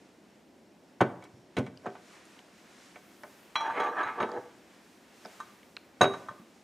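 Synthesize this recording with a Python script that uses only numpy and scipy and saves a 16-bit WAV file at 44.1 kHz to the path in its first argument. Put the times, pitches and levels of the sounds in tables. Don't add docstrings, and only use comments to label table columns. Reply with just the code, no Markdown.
import sys
import numpy as np
from scipy import signal
from scipy.fft import rfft, irfft
from scipy.io import wavfile
from scipy.ndimage import map_coordinates

SR = 44100
rng = np.random.default_rng(int(sys.argv[2]) if len(sys.argv) > 2 else 0)


def elevation(decibels):
    levels = np.asarray(decibels, float)
    return 10 ** (levels / 20)


def generate_wav(sig):
    pcm = np.round(np.clip(np.atleast_2d(sig).T, -1, 1) * 32767).astype(np.int16)
    wavfile.write(sys.argv[1], SR, pcm)


N = 292383

# t/s, level/dB of 2.5-8 kHz, level/dB of 8-15.5 kHz
RUSTLE_LEVELS = [
    [(0.0, -71, -85), (0.63, -75.5, -83.5), (1.14, -72.5, -84), (1.76, -73, -87), (2.15, -63.5, -81),
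     (2.5, -68, -82.5), (2.65, -66, -78), (2.84, -61.5, -84), (3.0, -67.5, -74), (3.28, -67, -68),
     (3.54, -66.5, -74)],
    [(4.55, -68, -79), (5.11, -68, -76.5), (5.32, -61, -71), (5.56, -67.5, -74), (5.74, -71, -76),
     (6.04, -71.5, -82), (6.18, -63.5, -76), (6.41, -71, -75), (6.63, -70.5, -85)],
]
# f/Hz, relative level/dB per Hz
AIR_SPECTRUM = [(24, -43), (40, -10), (96, -15), (140, -13), (171, -7.5), (209, -3.5), (371, -5),
                (431, -10), (596, -11), (1010, -18.5), (1200, -37), (3190, -40), (5670, -33.5), (6110, -59),
                (15800, -59)]
# t/s, level/dB
THIN_TONE_LEVELS = [(0, -89), (1.25, -86), (1.38, -74), (1.55, -91), (1.8, -76), (2.0, -86.5), (6.63, -85)]
# t/s, relative level/dB at 650 Hz, tilt/(dB per octave),
# fall-off to both sides/(dB per octave squared)
LANDINGS = [(1.006, -16, -2.5, 3.5), (1.011, -22.5, -3, 1), (1.014, -22.5, -2, 4), (1.224, -57, 3.5, -0.2),
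            (1.251, -53, 3.5, 2.5), (1.567, -30.5, 0, -0.7), (1.577, -31, -4.5, -1),
            (1.593, -31.5, -6.5, 1.5), (1.665, -45, -1, -0.3), (1.836, -50, 3, 10), (1.845, -44, 1, 7),
            (1.858, -27.5, 2, 12), (1.867, -34, -1, 3), (1.952, -44.5, 4, 4.5), (2.39, -53.5, -1.5, 1.5),
            (2.958, -45, 4, 2.5), (3.234, -38.5, 4.5, 7), (3.555, -39.5, 18, 6.5), (4.202, -25, 0.5, 2.5),
            (4.228, -27.5, 1, 2.5), (5.252, -40.5, 0.5, 3.5), (6.009, -11, 0, 6.5),
            (6.012, -17.5, 0.5, 2.5), (6.04, -23, 0, 2.5), (6.053, -24.5, -2.5, 3.5),
            (6.136, -40, 9.5, 6.5), (6.31, -41.5, 0, 5), (6.397, -59, -7, -0.3)]
# f/Hz, relative level/dB, t60/s
SHELF_MODES = [(190.4, 9.5, 0.087), (224.5, 4.5, 0.19), (254.4, 1, 0.28), (345, 0, 0.17), (395, 2, 0.24),
               (430, -11, 0.12), (448.4, -3, 0.19), (599, 3.5, 0.11), (638, -3.5, 0.18), (727, 2.5, 0.13),
               (905.5, 5.5, 0.083), (1044, -2, 0.12), (1133, 3, 0.05), (1306, -1, 0.11), (1490, 0.5, 0.13),
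               (1547, -2.5, 0.15), (1780, -15, 0.076), (1800, 0, 0.099), (1980, -6, 0.087),
               (2053, 3.5, 0.081), (2252, 6.5, 0.069), (2300, -4, 0.11), (2470, -3, 0.078),
               (2665, -15, 0.12)]
SHELF_ZONES = [215, 390, 650, 1170, 2200]
# t/s, relative level/dB,
# share of the wide bowl (0-1), base tones' level/dB, crack's relative level/dB
CLINKS_AND_JOLTS = [(1.0104, -40.5, 0.07, -28, -35), (1.2234, -63.5, 0.6, -69, -56.5),
                    (1.239, -58, 0.6, -54, -45), (1.568, -42.5, 0.65, -50, -35),
                    (1.5848, -48, 0, -45, -34.5), (1.6636, -55.5, 0.65, -65, -50),
                    (1.8635, -61, 0, -35.5, -52), (3.5564, -30.5, 0.8, -22.5, -38),
                    (3.607, -40, 0.55, -29.5, -58), (3.6993, -56, 0.7, -31.5, -62),
                    (3.8003, -41.5, 0.46, -30, -40), (3.8392, -51.5, 0.2, -33.5, -46),
                    (4.032, -47.5, 0.2, -30.5, -63), (4.09, -69, 0.3, -37, -66),
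                    (4.2038, -49, 0.1, -26, -60), (4.2194, -47, 0.1, -27.5, -60),
                    (4.2903, -66, 0.2, -38, -50), (5.4019, -50, 0.15, -32.5, -43.5),
                    (6.0132, -21.5, 0, -17, -24.5), (6.0301, -50, 0.3, -22, -28),
                    (6.0416, -39, 0.13, -40, -39), (6.137, -49.5, 0.22, -33.5, -50),
                    (6.2857, -55.5, 0.32, -31.5, -53)]
# f/Hz, relative level/dB, t60/s
SMALL_BOWL_MODES = [(2676, -8.5, 0.16), (3828, -7, 0.22), (3850, -5.5, 0.079), (4710, -28, 0.033),
                    (5560, -14.5, 0.066), (5819, -24, 0.088), (6400, -20, 0.15), (6500, -5, 0.068),
                    (6700, -22, 0.089), (8900, -19, 0.067), (9250, -26, 0.059), (11930, -29, 0.067)]
# f/Hz, relative level/dB, t60/s
WIDE_BOWL_MODES = [(1965, -13, 0.25), (2340, -6, 0.34), (3020, -14.5, .15), (3298, -6.5, 0.23),
                   (3290, 1.5, 0.096), (4004, 0.5, 0.18), (5690, -14, 0.27), (5900, -19, .2),
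                   (9020, -26, 0.17)]
# f/Hz, relative level/dB, t60/s
BASE_MODES = [(906, -11, 0.098), (1066, -1, 0.053), (1193.6, 0, 0.076), (1225, -9, 0.11), (1293, -2, 0.035),
              (1534, -8.5, 0.1), (1800, -11.5, 0.06)]
# t/s, level/dB
BOOMS = [(1.012, -26.5), (1.335, -48), (1.583, -28.5), (1.869, -48), (3.699, -57), (3.799, -62.5),
         (4.049, -53), (4.209, -46.5), (4.377, -52.5), (6.015, -28), (6.292, -50)]
# f/Hz, relative level/dB, t60/s
CABINET_MODES = [(110.9, -5.5, 0.23), (127.6, 0.5, 0.19)]
# f/Hz, t60/s
KITCHEN_DECAY = [(100, 0.63), (400, 0.63), (1500, 0.53), (5000, 0.25), (12000, 0.61)]
# t/s, level/dB, f/Hz of the first ring, f/Hz of the second,
# level/dB of the second against the first
TICKS = [(1.774, -42, 4800, 3020, -3), (1.903, -51, 3200, 2600, -2), (2.254, -53.5, 10000, 7000, 3),
         (2.391, -40, 3020, 2300, -7), (3.235, -45.5, 5430, 1800, 10), (4.317, -40, 4700, 6900, -10),
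         (5.250, -40, 5260, 1630, 5), (5.259, -39, 5050, 3740, -3.5), (5.417, -58, 7500, 3900, 6),
         (5.631, -48, 3020, 2200, 3), (5.767, -29, 4140, 2460, 0.5), (5.771, -32.5, 1490, 2740, 0)]
# t/s, level/dB of the middle band, level/dB of the low band against it
DRAG_LEVELS = [(3.56, -38, -15), (3.664, -33.5, -6), (3.738, -36.5, -7.5), (3.79, -25.5, -2),
               (3.868, -32.5, -4), (3.906, -43, 1), (4.016, -29.5, -6), (4.142, -40.5, -7.5),
               (4.2, -35, 1.5), (4.284, -42.5, 5), (4.394, -50, 10), (4.6, -70, -25)]
# f/Hz, bandwidth/Hz, relative level/dB
RUB_RESONANCES = [(390, 13, -30), (492, 20, -3), (905.5, 11, 3.5), (1000, 38, 0.5), (1176, 28, 3),
                  (1298, 14, -3.5), (1733, 210, 1.5), (2190, 180, 4.5), (2453, 43, 0), (2750, 36, -22),
                  (3036, 21, -12.5)]
# f/Hz, level/dB
SIDE_GAIN = [(60, -17), (150, -24.5), (380, -19.5), (950, -16), (2380, -16), (5980, -18), (15000, -17)]


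def rms_one(x):
    return x / np.sqrt(np.mean(x ** 2) + 1e-20)


def in_time(rows):
    times, *columns = np.transpose(rows)
    return [np.interp(np.arange(N) / SR, times, column) for column in columns]


def at_hz(points, hz):
    table_hz, values = np.array(points)[:, :2].T
    return np.interp(np.log(hz), np.log(table_hz), values)


def band(x, low_hz, high_hz, order=2):
    edges = [low_hz, min(high_hz, .45 * SR)]
    return signal.sosfilt(signal.butter(order, edges, "band", fs=SR, output="sos"), x)


def drift(rate):
    steps = rng.standard_normal(int(N / SR * rate) + 3)
    return map_coordinates(steps, [np.arange(N) / SR * rate], order=3)


def ring(x, hz, t60):
    radius = 1000 ** (-1 / (t60 * SR))
    angle = 2 * np.pi * hz / SR
    return signal.lfilter([0, np.sin(angle)], [1, -2 * radius * np.cos(angle), radius ** 2], x + 1e-18)


def soft_ring(x, hz, t60, cycles):
    contact_t60 = cycles / hz
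    scale = 2 * (1 - 1000 ** (-1 / (contact_t60 * SR)))
    return ring(ring(x, hz, contact_t60), hz, t60) * scale


def strike(rows, gains):
    clicks = np.zeros(N)
    np.add.at(clicks, (np.array(rows)[:, 0] * SR).astype(int), gains)
    return clicks


def dying_noise(rows, gains, t60):
    radius = 1000 ** (-1 / (t60 * SR))
    envelope = signal.lfilter([1], [1, -radius], strike(rows, gains) + 1e-18)
    return envelope * rng.standard_normal(N)


def rustle(patchy_db=0.88, soft_mean_db=-64.5, soft_follows=0.88):
    middle, crisp = in_time(np.vstack(RUSTLE_LEVELS))
    soft = soft_mean_db + soft_follows * (middle - middle.mean())
    out = 0
    for level_db, low_hz, high_hz in ((soft, 600, 2500), (middle, 2500, 8000), (crisp, 8000, 15500)):
        noise = rms_one(band(rng.standard_normal((2, N)), low_hz, high_hz))
        out = out + elevation(level_db + patchy_db * drift(14.0)) * noise
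    return out


def air(murmur_db=-60.0):
    hz = np.maximum(np.fft.rfftfreq(N, 1 / SR), 10)
    murmur = irfft(rfft(rng.standard_normal((2, N))) * elevation(at_hz(AIR_SPECTRUM, hz)), N)
    return elevation(murmur_db) * rms_one(murmur)


def thin_tone(hz=5570, flicker_db=3.3):
    level = elevation(in_time(THIN_TONE_LEVELS)[0] + flicker_db * drift(7.9))
    tone = level * np.sin(2 * np.pi * hz * np.arange(N) / SR)
    return tone * [[1], [0]]


def landings(level_db=-12.0, scatter_db=2.5, body_db=-7.0, body_cycles=11.0, body_t60=0.073):
    rows, shelf, zones_hz = np.array(LANDINGS), np.array(SHELF_MODES), np.array(SHELF_ZONES)
    octaves = np.log2(zones_hz / zones_hz[2])
    zones_db = rows[:, [1]] + rows[:, [2]] * octaves - rows[:, [3]] * octaves ** 2
    zone_of = np.argmin(abs(np.log(shelf[:, [0]] / zones_hz)), axis=1)
    luck = rng.standard_normal((len(rows), len(shelf)))
    signs = rng.choice([-1, 1], (len(rows), len(shelf)))
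    out = np.zeros(N)
    for k, (hz, mode_db, t60) in enumerate(shelf):
        strength = elevation(zones_db[:, zone_of[k]] + mode_db + level_db + scatter_db * luck[:, k])
        out += soft_ring(strike(rows, strength * signs[:, k]), hz, t60, cycles=4.1)
    for k, hz in enumerate(zones_hz):
        zone_t60 = body_t60 + body_cycles / hz
        dense = dying_noise(rows, elevation(zones_db[:, k] + body_db), zone_t60)
        out += band(dense, hz / 1.225, hz * 1.433) * np.sqrt(SR / hz / 2)
    return out


def bowls(rubbing, scatter_db=2.0, cycles=17.0, held_ring=0.39, rub_tilt_db=9.0, rub_flicker_db=3.8):
    let_go_s = 2.2
    held_tilt_db = 8.5
    rows = np.array(CLINKS_AND_JOLTS)
    times, wide = rows[:, 0], np.clip(rows[:, 2], 0, 1)
    held = np.arange(N) < let_go_s * SR
    out = band(dying_noise(rows, elevation(rows[:, 4] - 7.0), 0.053), 2700, 8700)
    # modes, share of each hit, level/dB of the rubbing, tilt when free/(dB per octave)
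    small_bowl = (SMALL_BOWL_MODES, 1 - wide, -32, 1.5)
    wide_bowl = (WIDE_BOWL_MODES, wide, -30, -4)
    for modes, share, rubbed_db, free_tilt_db in (small_bowl, wide_bowl):
        tilt_db = np.where(times < let_go_s, held_tilt_db, free_tilt_db)
        luck = rng.standard_normal((len(rows), len(modes)))
        for k, (hz, mode_db, t60) in enumerate(modes):
            octaves = np.log2(hz / 3800)
            hit_db = rows[:, 1] + tilt_db * octaves + scatter_db * luck[:, k]
            hits = strike(rows, share * elevation(hit_db))
            rub_db = rubbed_db + rub_tilt_db * octaves + rub_flicker_db * drift(18.0)
            hits += elevation(rub_db) * rubbing
            free_sound = soft_ring(hits * ~held, hz, t60, cycles)
            held_sound = soft_ring(hits * held, hz, held_ring * t60, cycles)
            out += elevation(mode_db) * (free_sound + held_sound)
    for hz, mode_db, t60 in BASE_MODES:
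        hits = strike(rows, elevation(rows[:, 3] + mode_db))
        out += soft_ring(hits * ~held, hz, t60, 9.9)
        out += soft_ring(hits * held, hz, held_ring * t60, 4.0)
    return out


def booms():
    blows = strike(BOOMS, elevation(np.array(BOOMS)[:, 1]))
    return sum(elevation(mode_db) * soft_ring(blows, hz, t60, cycles=2.7) for hz, mode_db, t60 in CABINET_MODES)


def kitchen(x, gap_s=0.013):
    t, tails = np.arange(SR) / SR, 0
    for hz in 90 * 2 ** np.arange(8):
        noise = band(rng.standard_normal((2, SR)), hz / np.sqrt(2), hz * np.sqrt(2))
        decay = 1000 ** (-t / at_hz(KITCHEN_DECAY, hz))
        tails = tails + noise * decay * (t > gap_s)
    tails /= np.sqrt(np.sum(tails ** 2, axis=1, keepdims=True))
    return signal.fftconvolve(x[None], tails, axes=1)[:, :N]


def ticks(t60=0.0068, snap_db=-13.5, snap_t60=0.0045):
    rows = np.array(TICKS)
    out = band(dying_noise(rows, elevation(rows[:, 1] + snap_db), snap_t60), 1500, 7800)
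    click = signal.unit_impulse(1500)
    for s, level_db, hz, other_hz, other_db in TICKS:
        first = soft_ring(click, hz, t60, 2.9)
        second = elevation(other_db) * soft_ring(click, other_hz, t60, 10.0)
        at = int(s * SR)
        out[at:at + len(click)] += elevation(level_db) * (first + second)
    return out


def drag(per_s=2500.0, size_db=2.0, judder_db=2.5, sing_db=6.0, shift_db=3.5):
    bright_mean_db, bright_follows = -10, 1
    glass_mean_db, glass_follows = -31, 0.53
    level_db, weight_db = in_time(DRAG_LEVELS)
    swing_db = level_db - np.mean(DRAG_LEVELS, axis=0)[1]
    bright_db = bright_mean_db + (bright_follows - 1) * swing_db
    glass_db = glass_mean_db + (glass_follows - 1) * swing_db
    t = np.arange(N) / SR
    moving = (t > DRAG_LEVELS[0][0]) & (t < DRAG_LEVELS[-1][0])
    sizes = elevation(size_db * np.minimum(rng.exponential(1, N), 5)) * rng.choice([-1, 1], N)
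    slips = rng.random(N) < per_s / SR
    grains = rms_one(sizes * slips) * elevation(judder_db * drift(35.0))
    sung = np.zeros(N)
    for hz, width, db in RUB_RESONANCES:
        favoured = grains * elevation(shift_db * drift(9.0))
        t60 = np.log(1000) / np.pi / width
        sung += elevation(db) * ring(favoured, hz, t60) * np.sqrt(width)
    rubbed = elevation(sing_db) * rms_one(sung) + rms_one(band(grains, 420, 2400, order=1))
    middle = rms_one(band(rubbed, 506, 1717, order=3))
    low = elevation(weight_db) * rms_one(band(rubbed, 285, 775))
    bright = elevation(bright_db) * rms_one(band(rubbed, 1810, 3230))
    scrape = moving * elevation(level_db) * (middle + low + bright)
    rubbing = moving * elevation(level_db + glass_db) * grains
    return scrape, rubbing


def scene():
    background = rustle() + air() + thin_tone()
    scrape, rubbing = drag()
    near = landings() + bowls(rubbing) + booms() + ticks() + scrape
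    smear = np.diff(rms_one(rng.standard_normal(size=200)))
    direct = np.array([near, elevation(-17.5) * signal.fftconvolve(near, smear)[:N]])
    mid, side = direct + elevation(-15.5) * kitchen(near) + background * elevation([[0], [6.0]])
    hz = np.maximum(np.fft.rfftfreq(N, 1 / SR), 10)
    side = irfft(rfft(side) * elevation(at_hz(SIDE_GAIN, hz)), N)
    return np.array([mid + side, mid - side])


def band_limit(x):
    return signal.sosfilt(signal.butter(12, 16390, fs=SR, output="sos"), x)


def record(dry):
    low_cut = signal.butter(3, 79, "high", fs=SR, output="sos")
    top_cut = signal.cheby2(10, 50, 15700 * 1.04, fs=SR, output="sos")
    heard = signal.sosfilt(top_cut, signal.sosfilt(low_cut, dry))
    return band_limit(heard)


dry = scene()
out = record(dry)
generate_wav(out)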